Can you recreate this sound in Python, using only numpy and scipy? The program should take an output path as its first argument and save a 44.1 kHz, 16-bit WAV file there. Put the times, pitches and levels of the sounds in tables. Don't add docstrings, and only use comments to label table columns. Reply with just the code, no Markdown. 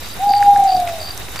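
import sys
import numpy as np
from scipy import signal
from scipy.fft import rfft, irfft, next_fast_len
from scipy.io import wavfile
from scipy.ndimage import uniform_filter1d, map_coordinates

SR = 44100
rng = np.random.default_rng(int(sys.argv[2]) if len(sys.argv) > 2 else 0)


def boost(x):
    u = np.asarray(x, float) / 20
    return 10 ** u


def digitize_waveform(pressure):
    field = np.atleast_2d(pressure).T
    bounded = np.clip(field, -1, 1)
    quanta = np.round(bounded * 32767).astype(np.int16)
    wavfile.write(sys.argv[1], SR, quanta)


N = 61739

# f/Hz, level/dB per Hz
AIR_SPECTRUM = [(15, -32), (30, -6), (55, 1.5), (130, -7), (400, -10.5), (1700, -12.5), (3200, -14.5),
                (15600, -24)]
# f/Hz, likeness/0-1
AIR_LIKENESS = [(30, 0.68), (180, 0.49), (550, 0.73), (1650, 0.39), (5000, 0.12), (15000, 0.18)]
# f/Hz, level/dB
LEAF_COLOUR = [(300, -7), (900, 6), (2000, 3), (4000, -2.5), (9000, -9), (15000, -11)]
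# t/s, peak level/dB, T60/s
SCUFFS = [
    (.432, -27, 0.091),
    (.885, -24.5, 0.12),
    (1.3595, -15.5, .02),
    (1.366, -24.5, 0.062),
    (1.391, -18.5, 0.062),
]
# f/Hz, level/dB
TWIG_COLOUR = [(2500, -30), (3600, -3), (6000, 0), (9000, -2), (11500, -10), (15000, -11)]
# t/s, peak level/dB, T60/s
CRACKS = [
    (.4254, -29, .008),
    (.5745, -30, 0.023),
    (.639, -29, 0.017),
    (.7675, -29, .015),
    (.801, -29, 0.016),
    (.8744, -33.5, 0.026),
    (.922, -30, 0.021),
    (1.1765, -21.5, 0.011),
]
# t/s of first pulse, level/dB, first pulse relative level/dB
FAR_CHIRPS = [
    (.033, -33, -2),
    (.365, -34, -2),
    (.705, -34, -2),
    (1.04, -33, -2),
]
# t/s of first pulse, level/dB, first pulse relative level/dB
NEAR_CHIRPS = [
    (.2815, -22.5, -12),
    (.665, -22.5, -25),
    (1.005, -24, -2),
    (1.382, -22, -3),
]
# start t/s, end t/s, level/dB
KATYDID_RUNS = [
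    (.0075, .52, -35.5),
    (0.598, .61, -34),
    (0.666, .86, -36.5),
    (0.933, 1.21, -36),
    (1.292, 1.32, -34.5),
]
# f/Hz, level/dB
KATYDID_COLOUR = [(9000, -41), (10700, -2), (11300, -3), (12200, -5.5), (13600, 5), (14400, -4),
                  (15200, -22)]
# t/s, peak level/dB, f/Hz, fall of pitch/0-1
DRIPS = [
    (0.3363, -20.5, 2000, 0.57),
    (.3655, -38, 2230, 0.1),
    (0.4265, -14.5, 1720, .25),
    (0.4612, -28, 1680, 0.25),
    (0.5613, -20.5, 1680, 0.04),
    (0.8753, -22.5, 2300, 0.25),
    (0.896, -26.5, 1480, 0.87),
    (.9633, -34, 2090, 0.44),
    (1.284, -28, 2170, 0.58),
]
# start t/s, end t/s, beat gap/s, level/dB
MOTH_BOUTS = [
    (0.272, .31, 0.033, -23),
    (0.444, .5, 0.019, -21),
    (0.538, .57, 0.0109, -27.5),
    (0.584, .645, .0178, -24.5),
    (0.753, .84, .014, -24),
    (.86, .89, 0.01, -32.5),
]
# t/s, f/Hz, level/dB
HOOT = [
    (.1869, 700.18, -37),
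    (.2078, 756.28, -20.6),
    (.2878, 813.98, -10.6),
    (.3589, 809.87, -14.2),
    (.3916, 809.55, -9.2),
    (.4193, 810.88, -15.4),
    (.6971, 725.83, -21),
    (.9121, 632.2, -39.8),
    (.95, 605.72, -47),
]
# delay/s, level/dB re direct
ECHOES = [
    (0.04882, -14.1),
    (0.07925, -19.8),
    (0.098, 4.9),
    (0.11436, -15.7),
    (0.1259, -13.5),
    (0.13397, -18.1),
    (0.17816, -22.3),
    (0.18693, -13.7),
    (0.19738, -18.7),
    (0.2639, -22.9),
]


def unit(x):
    return x / np.sqrt(np.mean(x ** 2) + 1e-20)


def along(points, hz):
    f, v = np.transpose(points)
    return np.interp(np.log(hz + 1), np.log(f + 1), v, v[0], v[-1])


def wobble(rate):
    knots = rng.standard_normal(int(N * rate / SR) + 4)
    return map_coordinates(knots, [np.arange(N) * rate / SR])


def filtered(x, response):
    m = next_fast_len(N + SR)
    return irfft(rfft(x, m) * response(np.fft.rfftfreq(m, 1 / SR)), m)[..., :N]


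def add(track, s, sound, pan_db):
    part = track[:, max(round(s * SR), 0):][:, :len(sound)]
    part += boost([[pan_db / 2], [-pan_db / 2]]) * sound[:part.shape[1]]


def bursts(rows, colour, gain_db, snap=0):
    out, t = np.zeros((2, N)), np.arange(SR // 10) / SR
    tint = lambda f: boost(along(colour, f))
    grit = unit(filtered(rng.standard_normal(N), tint))
    front = filtered(1. * (np.arange(N) == 20), tint)[:len(t)]
    for s, db, t60 in rows:
        puff = boost(-60 * t / t60) * np.roll(grit, -round(s * SR))[:len(t)]
        puff = puff / np.linalg.norm(puff) * np.sqrt(t60 * SR / 14)
        puff = puff + snap * front / front.max()
        add(out, s, boost(db + gain_db) * puff, -1)
    return out


def night_air():
    z = signal.stft(rng.standard_normal((2, N)), nperseg=512)[2]
    patches = uniform_filter1d(rng.standard_normal(z.shape[1:]), 30, 0)
    patches = uniform_filter1d(patches, 5, 1)
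    pair = signal.istft(z * boost(1.77 * unit(patches)), nperseg=512)[1][:, :N]
    turn = lambda hz: np.arccos(np.clip(along(AIR_LIKENESS, hz), 0, 1)) / 2
    shape = lambda hz: boost(along(AIR_SPECTRUM, hz)) * [np.cos(turn(hz)), np.sin(turn(hz))]
    mid, side = filtered(pair, shape)
    return boost(-32) * unit(np.array([mid + side, mid - side])) * boost([[-.5], [.5]])


def far_hum():
    level = boost(-44 + 3.2 * wobble(8.6))
    return level * np.sin(2 * np.pi * np.cumsum(98 + 2 * wobble(9.17)) / SR)


def rustles():
    per_s, level_db = 210, -45.5 + 20.5
    chance, size = rng.random(N), rng.standard_normal((2, N))
    specks = (chance < per_s / SR) * (size[0] + 0.25 * size)
    return boost(level_db) * filtered(specks, lambda f: boost(along(LEAF_COLOUR, f)))


def cricket_chorus():
    centre_hz, wide_hz, level_db = 3773, 282, -44
    band = filtered(rng.standard_normal((2, N)), lambda f: np.exp(-((f - centre_hz) / wide_hz) ** 2))
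    band = unit(band + 0.67 * band[::-1])
    return boost(level_db + 2 * wobble(80)) * band


def crickets():
    gap_s, gap_grows_s, pulse_s = .013, .00055, .0075
    stroke_hz, fall_hz = 4850, 150
    out = np.zeros((2, N))
    for chirps, pan_db in ((NEAR_CHIRPS, -.5), (FAR_CHIRPS, -2)):
        for s, db, first_db in chirps:
            for k, (late, size, tune) in enumerate(rng.standard_normal((8, 3))):
                long = pulse_s * (.85 + .05 * k)
                u = np.arange(round(long * SR)) / SR / long
                turns = long * ((stroke_hz + 35 * tune) * u - fall_hz * u ** 3)
                stroke = np.sin(np.pi * u ** 1.6) ** .7 * np.sin(2 * np.pi * turns)
                at = s + gap_s * k + gap_grows_s * k * (k - 1) / 2 + .0005 * late
                at -= .65 * long
                level_db = db + 1.3 * size + first_db * (k == 0)
                add(out, at, boost(level_db) * stroke, pan_db)
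    reflected = 0
    for delay_s, db in ((.007, -14), (.016, -20)):
        late_copy = np.roll(out, round(delay_s * SR), axis=1)
        reflected = reflected + boost(db) * late_copy * (np.arange(N) > SR // 10)
    return out + reflected


def katydid():
    tick_gap_s, tick_t60_s = .0265, .017
    rows = []
    for start, end, db in KATYDID_RUNS:
        for s in np.arange(start, end, tick_gap_s):
            rows.append((s, db + 1.4 * rng.standard_normal(), tick_t60_s))
    return bursts(rows, KATYDID_COLOUR, gain_db=2)


def leaf_scuffs():
    return bursts(SCUFFS, LEAF_COLOUR, gain_db=-4)


def twig_cracks():
    return bursts(CRACKS, TWIG_COLOUR, gain_db=-1, snap=4.8)


def drips():
    t60_s, attack_s, glide_s = 0.0087, 0.00032, .0015
    out, t = np.zeros((2, N)), np.arange(SR // 50) / SR
    for s, db, hz, fall in DRIPS:
        turns = hz * (t + fall * glide_s * (1 - np.exp(-t / glide_s)) * 2 - fall * t)
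        swell = boost(db - 0.5 - 60 * t / t60_s) * (1 - np.exp(-t / attack_s))
        add(out, s, swell * 3 * np.sin(2 * np.pi * turns), -1)
    return out


def moth():
    beat_s = 0.00065
    out, u = np.zeros((2, N)), np.linspace(-6, 6, round(12 * beat_s * SR))
    puff = np.exp(-u ** 2) - 0.1 * np.exp(-((u - 1) / 3) ** 2)
    for start, end, gap, db in MOTH_BOUTS:
        for s in np.arange(start, end, gap):
            add(out, s - 6 * beat_s, boost(db + 1 + 2 * rng.standard_normal()) * puff, 0)
    return out


def hoot():
    s, hz, db = np.transpose(HOOT)
    t = np.arange(N) / SR
    bend = np.linalg.solve(abs(s[:, None] - s) ** 3, hz)
    pitch = abs(np.clip(t, s[0], s[-1])[:, None] - s) ** 3 @ bend
    phase = 2 * np.pi * np.cumsum(pitch) / SR
    quaver_db = 1.1 * wobble(90)
    level = np.sqrt(2) * boost(np.interp(t, s, db, -99, -99) + quaver_db)
    return level * (np.sin(phase) + boost(-52) * np.sin(2 * phase))


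def owl():
    wood_db, wood_side_db, wood_t60_s, wood_from_s = -21, -14, 1.4, .27
    t = np.arange(N) / SR
    tone = hoot()
    paths = lambda f: 1 + sum(boost(g) * np.exp(-2j * np.pi * f * d) for d, g in ECHOES)
    heard = filtered(tone, paths)
    tail = rng.standard_normal((2, N)) * boost(-60 * t / wood_t60_s) * (t > wood_from_s)
    answer = signal.fftconvolve(tone[None], tail / np.linalg.norm(tail[0]), axes=1)[:, :N]
    mid, side = answer * boost([[wood_db], [wood_db + wood_side_db]])
    return heard + np.array([mid + side, mid - side])


def scene():
    background = night_air() + far_hum() + rustles() + cricket_chorus()
    insects = crickets() + katydid() + moth()
    litter = leaf_scuffs() + twig_cracks() + drips()
    return background + insects + litter + owl()


def low_pass(x):
    return signal.sosfilt(signal.butter(12, 15740, fs=SR, output="sos"), x)


def record(dry):
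    top_hz, offset = 15400, .0206
    mix = filtered(dry, lambda f: f < top_hz) + offset
    return low_pass(mix)


dry = scene()
out = record(dry)
digitize_waveform(out)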